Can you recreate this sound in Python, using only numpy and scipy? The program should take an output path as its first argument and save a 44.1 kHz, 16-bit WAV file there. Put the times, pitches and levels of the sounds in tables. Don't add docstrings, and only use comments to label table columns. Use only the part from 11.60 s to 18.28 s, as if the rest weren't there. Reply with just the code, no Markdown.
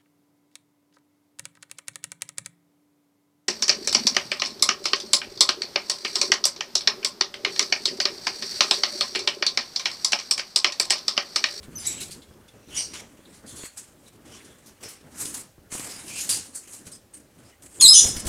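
import sys
import numpy as np
from scipy import signal
from scipy.fft import rfft, irfft, next_fast_len
from scipy.io import wavfile
from scipy.ndimage import uniform_filter1d, minimum_filter1d

SR = 44100
rng = np.random.default_rng(int(sys.argv[2]) if len(sys.argv) > 2 else 0)


def to_linear_factor(level_db):
    exponent = np.asarray(level_db, float) / 20
    return 10 ** exponent


def persist_wave(psi):
    counts = np.round(np.clip(psi, -1, 1) * 32767).astype(np.int16)
    wavfile.write(sys.argv[1], SR, np.atleast_2d(counts).T)


N = 294588
CLOCK = np.arange(0, N / SR + .001, .0005)


def level(x, db):
    return x * to_linear_factor(db) / np.sqrt(np.mean(x ** 2))


def colour(x, points):
    size = next_fast_len(len(x))
    hz, db = np.transpose(points)
    log_hz = np.log(np.arange(size // 2 + 1) * SR / size + 1)
    gain = to_linear_factor(np.interp(log_hz, np.log(hz), db))
    return irfft(rfft(x, size) * gain, size)[:len(x)]


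def walk(rate, size=8192):
    hold = max(int(SR / rate), 2)
    steps = np.repeat(rng.standard_normal(size // hold + 1), hold)
    return 1.167 * uniform_filter1d(uniform_filter1d(steps, hold), hold)[:size]


def band(x, hz, octaves):
    edges = np.clip(hz * 2 ** (np.array([-octaves, octaves]) / 2), 10, .45 * SR)
    return signal.sosfilt(signal.butter(2, edges, "band", fs=SR, output="sos"), x)


def add(out, s, x):
    i = int(s * SR)
    out[i:i + len(x)] += x[:N - i]


def yard_tone():
    # pitch_hz, level_db
    yard_colour = [(15, -47), (25, -8), (55, -16), (151, -32), (221, -8), (330, -17), (581, -2.5),
                   (720, -16), (802, -6.5), (917, -16), (15400, -20.5)]
    return level(colour(rng.standard_normal(N), yard_colour), -63.5)


def surge(s, db, rise, fall, hold=0., jump_db=0.):
    before = np.maximum((s - CLOCK) / max(rise, .004), 0)
    after = np.maximum((CLOCK - s - hold) / max(fall, .04), 0)
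    jump = jump_db * np.clip((s - CLOCK) / .003, 0, 1)
    return to_linear_factor(2 * (db - 30 * (before + after) - jump))


def smooth_db(power):
    return np.interp(np.arange(N) / SR, CLOCK, 10 * np.log10(power))


def motion():
    # start_s, hiss_db, fall_s per 30 dB, scrape_db re hiss, wing_body_weight_db
    shakes = [(.031, -51.5, -0.28, 5.5, 3), (.156, -70, 4, -5, 2.5), (0.405, -33.5, 0.1241, 1.5, -6),
              (0.51, -39.5, 0.1, 0.5, -8.5), (.881, -61, -0.1, 9, -5), (1.338, -42.5, 0.1255, 6, 8.5),
              (1.876, -44, 0.24, -8, -8), (1.958, -47.5, .5, -9.5, -4.5), (2.174, -38.5, 0.1, -11, -4.5),
              (2.655, -54.5, 1.1, 0, 2), (1.864, -52, 0.5, 1, -5), (2.163, -51, 0.28, -1.5, 2),
              (3.208, -57, 0.07, 7, 6), (4.106, -50, 1, -7, -3), (4.936, -51, 0.6, -3.5, 0),
              (5.255, -50, -0.1, -1, -3), (5.534, -59, 0.3, -10, -4), (6.114, -55.5, 8.2, -8.5, -5),
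              (3.23, -44, 0.17, 8, 7), (3.742, -32.5, 0.11, -19, -1), (4.119, -32.5, 0.69, -7.5, 2.5),
              (4.481, -41, 0.4, 4, 4.5), (4.693, -23.5, 0.19, -11, -1.5), (4.95, -35.5, 0.15, -26.5, -8),
              (5.268, -43, 0.02, -7, -1.5), (5.316, -46, -0.08, -18, -7), (5.35, -47.5, -0.43, -12, -5.5),
              (5.54, -47, 0.14, -8, -8), (5.788, -59, 0, 0, -3), (6.024, -49.5, 0.3, -11, -10)]
    # peak_s, hiss_db, rise_s per 30 dB, fall_s per 30 dB, scrape_db re hiss
    sweeps = [(0.271, -37.5, 0.18, 0.36, 4), (1.179, -33.5, 0.1, 0.165, 3.5), (1.41, -51, 0.5, -0.01, 9.5),
              (1.6, -63.5, 3, 0.5, 4), (2.76, -54, 0.26, 0.25, 5.5), (1.757, -56, 0.3, 0.2, 2),
              (2.06, -41, 0.29, 0.06, -2), (2.482, -50, 0.08, 0, -2), (2.56, -60.5, .5, 0, 0),
              (2.985, -58, 0, 0, -5), (3.071, -53.5, 0.06, 0.13, 5.5), (3.308, -46.5, 0.14, 0.13, 0),
              (3.546, -56, 0.25, 0.3, -1), (3.613, -27, 0.0756, 0.2, -9.5), (3.798, -37.5, 0.12, 0.08, -11),
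              (4.31, -39.5, 0.1, 0.22, 2.5), (4.589, -31, 0.23, 0.31, -1.5), (5.075, -45, -0.5, 0.1, -9),
              (5.14, -38, 0.1, 0.15, -18), (5.897, -55, 0.32, 0.1, 0.5), (6.066, -50.5, 0.04, 0, -8),
              (6.148, -50, 0.04, 1.8, -12), (6.459, -26, 0.27, 0.18, -7), (6.602, -27, 0.02, 0.04, -21),
              (6.671, -28, 0.02, -2, -10)]
    moves = []
    for s, db, fall, scrape_db, weight_db in shakes:
        moves.append((surge(s, db, rise=0.02, fall=fall, hold=0.011, jump_db=7), scrape_db, weight_db))
    for *row, scrape_db in sweeps:
        moves.append((surge(*row), scrape_db, 0.27 * scrape_db))
    hiss = scraped = body = to_linear_factor(2 * -81)
    for power, scrape_db, weight_db in moves:
        hiss = hiss + power
        scraped = scraped + power * to_linear_factor(2 * scrape_db)
        body = body + power * to_linear_factor(2 * weight_db)
    return smooth_db(hiss), smooth_db(scraped / hiss), smooth_db(body / hiss)


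def barbs(points, rate, spread_db, octaves=.5):
    out = 0
    bands = 35 * 2 ** np.arange(0, 9.5, octaves)
    inside = (bands > points[0][0] / 1.3) & (bands < points[-1][0] * 1.3)
    for hz in bands[inside]:
        flicker = to_linear_factor(spread_db * walk(min(rate, hz / 4), size=N))
        out = out + band(rng.standard_normal(N), hz, octaves) * flicker
    return level(colour(out, points), 0)


def draught(hiss_db):
    # time_s, level_db
    breeze = [(0.0, -51.5), (0.2, -54), (1.06, -63.5), (1.1, -51), (1.67, -65.5), (1.99, -53), (2.1, -65),
              (4.78, -58.5), (4.84, -65), (5.97, -67), (6.06, -56), (6.13, -60), (6.22, -57), (6.47, -37),
              (6.53, -44.5), (6.57, -32), (6.62, -57), (6.68, -26)]
    # peak_s, level_db, rise_s per 30 dB, fall_s per 30 dB
    gusts = [(.2, -45.5, 0.5, 2), (.5, -48, 1, -1), (.71, -44.5, -0.95, -0.5), (.94, -50, -0.2, 0.4),
             (1.085, -50, -0.1, 0.4), (1.2, -47, 0.16, 0.34), (1.42, -47.5, 0.5, 0.23),
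             (1.71, -52.5, 0.5, 0), (1.84, -45.5, 0, 0.26), (2.03, -49, 0.96, 0), (2.29, -52, 0.15, -0.4),
             (2.37, -55.5, 0.5, 2.5), (2.67, -52, 0.2, 2), (3.26, -47.5, 0.13, 0.16),
             (3.48, -50.5, 0.3, .5), (3.64, -48, 0.2, 0.5), (3.98, -45.5, -1.6, -0.27),
             (4.14, -44, -0.23, 0.53), (4.2, -40, 0.04, -0.16), (4.75, -46, 1.26, 0.3),
             (5.269, -48.5, -0.16, .3), (5.2, -55.5, 1.5, 0.6), (5.85, -54.5, 1.46, 0.3),
             (6.244, -38.5, 0.15, 0.1), (6.454, -34.5, 0.06, -0.3), (6.68, -36, 0.71, .3)]
    # pitch_hz, level_db
    air_colour = [(40, -25), (70, -8.5), (110, -2), (150, -5), (300, -3.5), (500, -10.5), (800, -18),
                  (1500, -20.5)]
    # pitch_hz, level_db
    buffet_colour = [(10, -38), (25, -13), (50, -9), (80, -2.5), (130, -19.5), (300, -38)]
    # start_s, peak_db, pitch_hz
    thumps = [(.077, -32, 270), (0.084, -30, 260), (.092, -29.5, 250), (0.162, -38.5, 113),
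              (.497, -32, 370), (.69, -40, 210), (1.076, -38, 275), (1.334, -42, 360), (1.592, -35, 320),
              (1.993, -37, 310), (3.74, -37, 230), (4.155, -22.5, 900), (4.197, -31, 500),
              (2.038, -23.5, 350), (3.26, -31.5, 390), (3.655, -27, 288), (3.989, -44.5, 88),
              (4.125, -25.5, 246), (4.151, -24, 240), (5.268, -36, 139), (6.25, -19.5, 300),
              (6.442, -20.5, 283), (6.455, -20.5, 51.5), (6.477, -23, 347), (6.56, -28, 51.1),
              (6.567, -24, 51.1), (6.58, -24, 163), (6.603, -36, 52), (6.658, -22, 51.1),
              (6.671, -31, 91.5)]
    breeze_db = np.interp(np.arange(N) / SR, *np.transpose(breeze))
    smoothed_db = uniform_filter1d(hiss_db, int(0.036 * SR))
    push_db = -58.5 + 0.54 * (smoothed_db + 45)
    gust_db = smooth_db(sum(surge(*row) for row in gusts))
    flow = np.sqrt(to_linear_factor(2 * push_db) + to_linear_factor(2 * gust_db) + to_linear_factor(2 * (breeze_db - 3.5)))
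    flutter = to_linear_factor(2.55 * walk(24.987, size=N) - 1.13)
    out = flow * flutter * barbs(air_colour, 25, 2.76)
    out = out + to_linear_factor(breeze_db - 2.5) * level(colour(rng.standard_normal(N), buffet_colour), 0)
    t = np.arange(4096) / SR
    for s, db, hz in thumps:
        add(out, s, -to_linear_factor(db) * np.sin(2 * np.pi * hz * t) * np.exp(-2.6 * hz * t))
    return out


def rustle(hiss_db, scrape_db, weight_db):
    # pitch_hz, level_db
    hiss_colour = [(2500, -55), (4000, -14.5), (5500, -10.5), (6500, -3.5), (8200, 1), (9800, -2),
                   (11500, -9.5), (14000, -17), (16000, -24)]
    # pitch_hz, level_db
    scrape_colour = [(1200, -30), (2200, -3), (3000, -2.5), (4500, -0.5), (5800, -0.5), (7500, -9.5),
                     (11000, -56)]
    # pitch_hz, level_db
    body_colour = [(250, -14), (600, -2), (1200, 0), (2000, 0.5), (3000, -1.5), (5000, -17.5)]
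    body_db = -52.5 + 0.66 * (hiss_db + 45) + weight_db - hiss_db
    scrape = to_linear_factor(scrape_db - 4.0) * barbs(scrape_colour, 18, 4.5, octaves=.2)
    wing = to_linear_factor(body_db) * barbs(body_colour, 30, 2.6) + scrape
    flutter_db = 1.8 * walk(140, size=N)
    return to_linear_factor(hiss_db - 2.0 + flutter_db) * (barbs(hiss_colour, 30, 2.44, octaves=.3) + wing)


def breathy_bands(rows):
    out, t = np.zeros(N), np.arange(8192) / SR
    for s, length, hz, width_hz, db in rows:
        octaves = width_hz / hz * 1.7
        shape_db = -5 * t / length - 10 * np.maximum(t - length, 0) / 0.03
        rise = np.minimum(t / (0.19 * length), 1)
        breath = band(band(rng.standard_normal(len(t)), hz, octaves), hz, octaves)
        add(out, s, level(breath, db) * to_linear_factor(shape_db) * rise)
    return out


def singing_feathers():
    # start_s, length_s, centre_hz, width_hz, level_db
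    wheeze_rows = [(.03, 0.011, 3860, 900, -51), (0.235, 0.06, 3840, 200, -45.5),
                   (0.245, 0.075, 5700, 500, -41), (.24, 0.089, 2110, 400, -49),
                   (0.371, .05, 2930, 500, -46.5), (.617, 0.018, 3700, 1200, -51),
                   (0.878, .016, 3470, 300, -55), (1.104, .12, 2980, 500, -43.5),
                   (1.156, 0.083, 5730, 1000, -30.5), (1.169, 0.084, 4600, 900, -40.5),
                   (1.168, .05, 8700, 900, -36), (1.345, 0.042, 6940, 400, -49.5),
                   (1.874, .05, 9900, 700, -50), (1.958, 0.12, 7000, 500, -47),
                   (1.96, .045, 9800, 800, -45), (1.965, 0.13, 4330, 400, -51),
                   (4.36, 0.015, 4900, 400, -44), (4.497, .06, 2410, 300, -45),
                   (4.58, 0.088, 4330, 400, -47.5), (4.689, 0.064, 4750, 400, -30),
                   (4.868, 0.037, 8600, 600, -52), (4.95, 0.042, 4430, 300, -50.5),
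                   (5.316, 0.037, 8400, 900, -42.5), (5.324, 0.036, 5050, 400, -49.5),
                   (5.535, 0.029, 8640, 800, -43), (6.117, .05, 8300, 1200, -55),
                   (2.46, 0.028, 3900, 450, -57.5), (2.718, 0.048, 3050, 300, -53),
                   (2.801, .015, 2000, 1200, -51), (5.891, .04, 2300, 600, -66),
                   (3.058, .03, 12500, 4000, -55), (3.208, .07, 13500, 4000, -57),
                   (3.285, .035, 12500, 4500, -50)]
    return breathy_bands(wheeze_rows)


def gasps():
    # start_s, length_s, centre_hz, width_hz, level_db
    gasp_rows = [(6.21, .035, 10000, 600, -23), (6.35, .06, 6560, 1100, -13.5),
                 (6.339, 0.067, 3640, 1260, -24.5), (6.335, 0.064, 8850, 470, -21),
                 (6.334, 0.085, 5230, 210, -21.5), (6.41, .1, 5210, 200, -30), (6.51, 0.12, 5180, 170, -41),
                 (6.315, .1, 10600, 500, -26.5), (6.205, .03, 6750, 440, -16.5),
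                 (6.485, .008, 9000, 2200, -27), (4.948, 0.037, 8000, 2500, -35.5),
                 (4.385, .035, 7900, 3500, -45), (.3, .12, 2970, 1800, -46), (.182, .05, 10100, 500, -46),
                 (.156, .04, 12100, 400, -54), (.25, .06, 11000, 500, -45), (4.722, .04, 7800, 4000, -32),
                 (.28, 0.08, 5000, 1800, -49), (5.91, .02, 3000, 250, -62), (5.924, 0.019, 2020, 250, -60)]
    return breathy_bands(gasp_rows)


def ring(drive, hz, db, t60):
    pole = np.exp(2j * np.pi * hz / SR - np.log(1000) / (t60 * SR))
    tremble_db = 6 * walk(90, size=N)
    return to_linear_factor(db + tremble_db) * signal.lfilter([1], [1, -pole], drive).imag


def cage(near):
    # start_s, level_db
    claw_taps = [
        (.033, -68),
        (0.621, -71),
        (.883, -70),
        (2.653, -72),
    ]
    # pitch_hz, level_db, t60_s
    wires = [
        (1590, -1, .5),
        (2140, -2, 0.33),
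        (2650, -3, .8),
        (3340, -2, .8),
        (4660, -8, .3),
    ]
    taps = np.zeros(N)
    for s, db in claw_taps:
        add(taps, s, to_linear_factor(db) * rng.standard_normal(64) / 8)
    return sum(ring(taps, *wire) for wire in wires) + ring(near, hz=5200, db=-66, t60=0.57)


def strokes():
    # start_s, peak_db, fade_s
    wing_strokes = [(0.405, -26, 0.089), (0.5154, -19, 0.099), (1.7374, -29, 0.13), (1.864, -28, 0.19),
                    (1.96, -19.5, 0.14), (2.175, -19, 0.12), (2.848, -24.5, 0.097), (3.0607, -27, 0.1),
                    (3.286, -18.5, 0.11), (3.5897, -34, 0.1), (3.654, -7, 0.064), (3.7416, -13.5, 0.096),
                    (4.1185, -25, 0.037), (4.15, -13, 0.07), (4.36, -33, 0.1), (4.575, -11, 0.091),
                    (4.604, -5.5, 0.11), (4.6922, 0, 0.21), (4.9526, -26.5, 0.11), (5.134, -21, 0.13),
                    (5.3173, -25, 0.12), (5.543, -29, 0.086), (6.2113, 11, 0.077)]
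    # start_s, peak_db
    scuffs = [(0.033, -39), (0.621, -31), (0.8835, -40), (1.3345, -28), (3.2306, -28), (5.2679, -19.5),
              (6.489, -18), (6.5654, -6.5), (6.598, -20), (6.6512, -12), (6.6684, -6.5)]
    # start_s, peak_db, centre_hz
    ticks = [(2.0352, -25.5, 1690), (3.6574, -12.5, 9650), (3.7419, -43, 9570), (3.771, -23, 8050),
             (4.1974, -15, 8940), (4.736, -13, 8900), (1.336, -25, 3500), (3.7436, -23, 8000),
             (3.751, -25, 8000), (4.1185, -33, 7900), (4.448, -41, 6000), (5.124, -34, 9000),
             (6.0242, -35.5, 7000), (6.146, -37, 8000), (6.546, -28, 10000), (4.576, -27, 6000),
             (.0318, -38, 5000), (6.49, -18, 9500), (6.568, -22, 2500)]
    out, t = np.zeros(N), np.arange(8192) / SR
    rows = [row + (0.21,) for row in wing_strokes] + [row + (0.079, 0.54) for row in scuffs]
    for s, db, fade, duller in rows:
        shape = (1 - np.exp(-t / 0.0028)) * np.exp(-np.log(1000) * t / max(fade, .01))
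        width = 2.0 + np.clip(duller, 0, 2)
        crack = band(rng.standard_normal(len(t)), 8500 / 2 ** duller, width)
        add(out, s - .002, level(crack, db - 18.5) * shape)
    for s, db, hz in ticks:
        snap = band(np.exp(-t[:512] / .00006), hz, 2.3)
        add(out, s, to_linear_factor(db) * snap / np.abs(snap).max())
    return out


def voice(notes, octave_db, octave_db_per_khz, waver, rate, swell):
    out = np.zeros(N)
    for s, length, hz0, hz1, db in notes:
        u = np.linspace(0, 1, int(length * SR))
        pitch, size = walk(rate), walk(300)
        hz = (hz0 + (hz1 - hz0) * u) * (1 + waver * pitch[:len(u)])
        phase = 2 * np.pi * np.cumsum(hz) / SR
        second_db = octave_db + octave_db_per_khz * (hz0 - 4000) / 1000
        third = to_linear_factor(-7) * np.sin(3 * phase) * (hz0 < 5300)
        tone = np.sin(phase) + to_linear_factor(second_db) * (np.sin(2 * phase) + third)
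        edge = np.minimum(np.minimum(u / swell, (1 - u) * length / 0.0015), 1)
        hoarse = to_linear_factor(db + 4 * size[:len(u)])
        add(out, s, hoarse * edge * tone)
    return out


def chirps():
    # start_s, length_s, start_hz, end_hz, level_db
    chirp_notes = [
        (.154, 0.02, 6100, 6040, -35),
        (.178, 0.012, 5250, 4950, -38),
        (.19, 0.043, 4900, 4750, -50.5),
        (.196, 0.014, 3720, 3610, -48),
        (.25, 0.023, 2740, 3710, -48.5),
        (.266, 0.011, 3760, 3980, -35),
        (.274, 0.014, 3890, 3430, -39),
    ]
    return voice(chirp_notes, 9, -7, waver=.013, rate=900, swell=.25)


def rasps():
    # start_s, length_s, start_hz, end_hz, level_db
    rasp_notes = [
        (1.075, 0.03, 3920, 3820, -60),
        (1.175, 0.041, 5070, 4920, -36.5),
        (1.65, 0.011, 4140, 3870, -51),
        (1.87, 0.046, 4300, 4250, -52.5),
        (2.47, 0.015, 3900, 3880, -60),
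        (2.76, 0.04, 3400, 3300, -55.5),
        (3.23, 0.04, 5320, 5490, -42),
        (4.575, 0.052, 6650, 6500, -36),
    ]
    # start_s, length_s, start_hz, end_hz, level_db
    buzz_notes = [
        (.238, 0.078, 2063, 2420, -48),
        (.405, 0.035, 4000, 3720, -41),
        (1.168, 0.038, 4300, 4200, -40),
        (1.345, 0.04, 3440, 3410, -49.5),
        (1.865, 0.08, 3420, 3390, -54),
        (1.96, 0.1, 3520, 3420, -53),
    ]
    rough = dict(waver=.07, rate=1400, swell=.3)
    return voice(rasp_notes, -15, -1.5, **rough) + voice(buzz_notes, 1, 5.7, **rough)


def croaks():
    # start_s, length_s, start_hz, end_hz, level_db
    croak_notes = [
        (1.145, 0.038, 3400, 3330, -45),
        (1.16, 0.0513, 2928, 2830, -43.5),
        (6.261, 0.026, 3727, 4054, -14),
        (6.331, 0.03, 3230, 2980, -24.5),
        (6.392, 0.012, 3450, 3700, -26),
        (6.358, 0.043, 2988, 2950, -26.5),
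        (6.348, 0.042, 3290, 3577, -20.5),
        (6.376, 0.0259, 3550, 3300, -23),
    ]
    return voice(croak_notes, -3, -16.5, waver=.022, rate=1100, swell=.15)


def squawk():
    # start_s, length_s, start_hz, end_hz, level_db
    squawk_notes = [(6.198, 0.0089, 3580, 3400, -23), (6.207, 0.011, 3384, 3330, -18),
                    (6.222, 0.019, 5050, 4950, -24), (6.208, 0.015, 5340, 4740, -18),
                    (6.218, 0.026, 4330, 4144, -6.5), (6.243, .02, 4160, 3750, -6.5),
                    (6.275, 0.012, 4650, 5030, -12), (6.285, 0.0143, 5030, 5130, -8),
                    (6.305, .011, 5046, 5105, -4), (6.318, 0.0056, 5180, 5200, -14),
                    (6.325, 0.0093, 5170, 5260, -1.5)]
    # start_s, length_s, start_hz, end_hz, level_db
    whistle_notes = [
        (6.212, 0.01, 1090, 1047, -28),
        (6.29, 0.0454, 1104, 1330, -38.5),
    ]
    clear = dict(waver=.008, rate=1000, swell=.3)
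    return voice(squawk_notes, -2.2, -9, **clear) + voice(whistle_notes, -7, 0, **clear)


def walls(x):
    # pitch_hz, t60_s, level_db
    echo_bands = [
        (1640, 0.35, -2.5),
        (5200, 0.39, -3),
        (11100, 0.24, 1),
    ]
    t = np.arange(SR // 2) / SR
    echo = 0
    for hz, t60, db in echo_bands:
        echo = echo + to_linear_factor(db - 60 * t / t60) * level(band(rng.standard_normal(len(t)), hz, 1.3), 0)
    echo = echo * np.clip((t - .002) / 0.0024, 0, 1)
    return to_linear_factor(-3) * signal.fftconvolve(x, echo / np.sqrt(np.sum(echo ** 2)))[:N]


def scene():
    # pitch_hz, level_db
    near_colour = [(500, -9), (9000, 1), (10500, 0), (12000, -10.5), (13500, -23), (16000, -22)]
    chirping = chirps()
    near = colour(chirping + rasps() + squawk() + croaks() + strokes(), near_colour)
    direct = near - 0.099 * colour(chirping, near_colour)
    hiss_db, scrape_db, weight_db = motion()
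    feathers = rustle(hiss_db, scrape_db, weight_db) + singing_feathers()
    background = yard_tone() + draught(hiss_db)
    return (background + feathers + gasps() + cage(near) + direct + walls(near))[None]


def low_pass(x):
    return signal.sosfilt(signal.butter(12, 15570, fs=SR, output="sos"), x)


def record(dry):
    peak = uniform_filter1d(-minimum_filter1d(-np.abs(dry), size=66), size=44)
    held = dry * np.minimum(1, .98 / (peak + 1e-9)) ** .68
    return low_pass(np.clip(held, -1, 1))


dry = scene()
out = record(dry)
persist_wave(out)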